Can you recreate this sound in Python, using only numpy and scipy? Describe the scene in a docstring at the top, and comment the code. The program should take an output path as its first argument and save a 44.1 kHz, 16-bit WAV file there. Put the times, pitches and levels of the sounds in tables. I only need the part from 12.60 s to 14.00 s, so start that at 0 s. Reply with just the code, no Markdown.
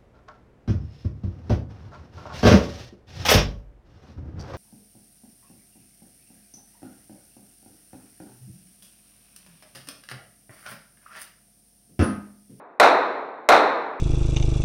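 """Concrete indoor range: pistol shots close to the microphone, the first fired before the start.
Each report is a striker tick, a pressure pulse with slaps off near surfaces, and a burst of gas noise.
A volley of reflections and the hall's long ring follow, much the same for every shot.
Ventilation is steady filtered noise. The microphone flattens loud peaks and cuts the top of the band."""
import sys
import numpy as np
from scipy import signal
from scipy.fft import rfft, irfft, next_fast_len
from scipy.io import wavfile

SR = 44100
rng = np.random.default_rng(int(sys.argv[2]) if len(sys.argv) > 2 else 0)


def output_pcm(signal):
    """Save a mono or channel-first signal as 16-bit PCM at the path in sys.argv[1].

    Samples are clipped to [-1, 1] before scaling.
    """
    pcm = np.clip(np.atleast_2d(signal).T, -1, 1) * 32767
    wavfile.write(sys.argv[1], SR, np.round(pcm).astype(np.int16))


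N = 61739

# Filter of the muzzle gas and striker. Each row: frequency in Hz, gain in dB.
CRACK_COLOUR = [(200, -34.5), (800, -26.5), (1800, 8.5), (3000, -6), (4000, -17), (7000, -12.5),
                (15000, -28.5)]
# Standing waves of the hall. Each row: frequency in Hz, relative level in dB.
HALL_MODES = [(414.5, -43), (554.5, -39.5), (689.1, -27), (786.0, -27.5), (952.8, -30.5), (1233, -45),
              (1297, -40), (1453, -48), (1507, -34.5)]
STRIKER_LEAD_S = 0.0015


def amp(db):
    """Decibels to gain."""
    return 10 ** (np.asarray(db) / 20)


def along(points, hz):
    """Interpolate (Hz, value) points on a log-frequency axis."""
    f, v = np.transpose(points)
    return np.interp(np.log(hz + 1), np.log(f + 1), v)


def coloured(x, colour):
    """Filter x by (Hz, dB) points; folding the cepstrum makes the filter minimum-phase."""
    size = 2 * len(x)
    gain_db = along(colour, np.fft.rfftfreq(size, 1 / SR))
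    cepstrum = irfft(np.log(amp(gain_db)), size)
    cepstrum[1:size // 2] *= 2
    cepstrum[size // 2 + 1:] = 0
    response = np.exp(rfft(cepstrum))
    return irfft(rfft(x, size) * response, size)[:len(x)]


def add(track, s, sound):
    """Mix a sound in at s seconds, which may lie before the start."""
    start = round(s * SR)
    first = max(start, 0)
    part = sound[max(-start, 0):][:max(len(track) - first, 0)]
    track[first:][:len(part)] += part


def blast(t):
    """Muzzle pressure pulse, a push then a suction, with its first slaps off the nearest surfaces."""
    # Each row: delay in seconds, level against the blast in dB.
    slaps = [(.0035, 1.5), (.0052, -3.5), (.0080, 2), (.0120, -5), (0.0149, 1.5), (0.021, -3.5)]
    # Pulse filter at the microphone. Each row: frequency in Hz, gain in dB.
    pulse_colour = [(30, -42), (150, -31), (300, -8), (520, -2.5), (680, 3.5), (800, -2.5), (1350, -3),
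                    (1800, -13), (3100, -14.5), (4000, -3), (4700, -13.5), (8000, -20), (15000, -30)]
    gain_db, push_s = 11.5, 0.00026
    push = (1 - t / push_s) * np.exp(-t / push_s)
    pulse = amp(gain_db) * coloured(push, pulse_colour)
    out = pulse.copy()
    for delay_s, db in slaps:
        add(out, delay_s, amp(db) * pulse)
    return out


def crack(t):
    """Turbulent muzzle gas: filtered noise with a short exponential decay."""
    start_db, t60_s = -4.5, 0.025
    gas = coloured(rng.standard_normal(len(t)), CRACK_COLOUR)
    return gas / gas.std() * amp(start_db - 60 * t / t60_s)


def striker(t):
    """Striker tick inside the pistol: decaying filtered noise from just ahead of the blast."""
    gain_db = -25
    tick = coloured(rng.standard_normal(len(t)), CRACK_COLOUR)
    return tick * amp(gain_db) * np.exp(-t / STRIKER_LEAD_S)  # lead is also the decay constant


def volley(t, paths):
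    """Reflections off ceiling, side walls and stands: sparse impulses swell, hold, then fade."""
    # Each row: frequency in Hz, relative level in dB.
    patter_colour = [(60, -46), (150, -25.5), (290, -8), (520, -0.5), (675, 4.5), (800, -3.5), (920, -1.5),
                     (1100, -4.5), (1350, 1), (1850, -13.5), (2200, -9), (3200, -23), (4000, -13.5),
                     (4800, -30.5), (5500, -27), (7500, -38.5), (11000, -43), (15000, -53.5)]
    level_db = -10
    rise_s, hold_end_s, t60_s = .028, .066, .2
    patter = coloured(paths, patter_colour)
    rise = np.minimum(t / rise_s, 1)
    fall = amp(-60 * np.maximum(t - hold_end_s, 0) / t60_s)
    return amp(level_db) * rise * fall * patter / patter.std()


def hall(t, walls, phases):
    """Dense echoes and standing waves build up, then decay at a frequency-dependent rate."""
    # Ring spectrum at onset. Each row: frequency in Hz, relative level in dB per Hz.
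    ring_colour = [(25, -62.5), (80, -51.5), (110, -36.5), (170, -25.5), (280, -9.5), (480, 0), (700, 2),
                   (1000, 1.5), (1450, -3.5), (2000, -8.5), (2550, -13), (2850, -23), (3250, -24.5),
                   (3600, -13.5), (4150, -12.5), (4650, -28.5), (5600, -26), (7200, -37), (9200, -32),
                   (11000, -51), (15000, -49)]
    # Each row: frequency in Hz, decay time t60 in seconds.
    ring_t60 = [(80, 1.6), (280, 1.32), (600, 1.043), (1100, 1.032), (2200, 0.89), (4000, 0.65),
                (6000, 0.48), (9000, 0.38), (14000, 0.38)]
    wash_db, waves_db = -8.5, 9.5
    late_db, late_stretch = -9.5, 1.502  # far end of the range: weaker, longer ring
    build_s, start_share = .035, .3  # share is of amplitude
    same = 0.72  # power share of the echo noise that repeats from shot to shot

    fresh = rng.standard_normal(len(t))
    echoes = coloured(np.sqrt(same) * walls + np.sqrt(1 - same) * fresh, ring_colour)
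    hz, age_s, z = signal.stft(echoes / echoes.std(), SR, nperseg=512)
    fall_db = -60 * age_s / along(ring_t60, hz)[:, None]
    decay = np.hypot(amp(fall_db), amp(late_db + fall_db / late_stretch))
    wash = signal.istft(z * decay, SR, nperseg=512)[1][:len(t)]

    waves = np.zeros(len(t))
    for (f, db), phase in zip(HALL_MODES, phases):  # phase in cycles
        level = amp(db - 60 * t / along(ring_t60, f))
        waves += level * np.sin(2 * np.pi * (f * t + phase))

    build = 1 - (1 - start_share) * np.exp(-(t / build_s) ** 2)
    return build * (amp(wash_db) * wash + amp(waves_db) * waves)


def ventilation():
    """Steady air of the range: filtered noise at a fixed level."""
    # Each row: frequency in Hz, relative level in dB per Hz.
    air_colour = [(30, -36.5), (85, -33.5), (140, -5), (250, -7), (380, 9), (600, -6.5), (1500, -23),
                  (5000, -43), (14000, -51.5)]
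    level_db = -61.5
    air = coloured(rng.standard_normal(N), air_colour)
    return amp(level_db) * air / air.std()


def scene():
    """Shots from one spot share blast, reflection paths and modes; gas and part of the ring vary."""
    # Each row: start in seconds, level in dB.
    shots = [(-0.76, 1.5), (.1992, -1.5), (.8888, -1.5)]
    reflections_per_s = 1800
    t = np.arange(next_fast_len(N + SR // 2)) / SR
    walls = rng.standard_normal(len(t))
    phases = rng.random(len(HALL_MODES))
    hits = rng.random(len(t)) < reflections_per_s / SR
    paths = hits * rng.choice([-1, 1], len(t))
    report = blast(t) + volley(t, paths)
    out = ventilation()
    for s, db in shots:
        add(out, s - STRIKER_LEAD_S, striker(t))
        add(out, s, amp(db) * (report + crack(t) + hall(t, walls, phases)))
    return out[None]


def record(dry):
    """Microphone: smooth saturation of peaks, then a steep low-pass."""
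    ceiling, hardness, top_hz = .71, 9, 15100
    clipped = dry / (1 + np.abs(dry / ceiling) ** hardness) ** (1 / hardness)
    low_pass = signal.ellip(10, .1, 90, top_hz, fs=SR, output="sos")  # ripple, stopband in dB
    return signal.sosfilt(low_pass, clipped)


dry = scene()
out = record(dry)
output_pcm(out)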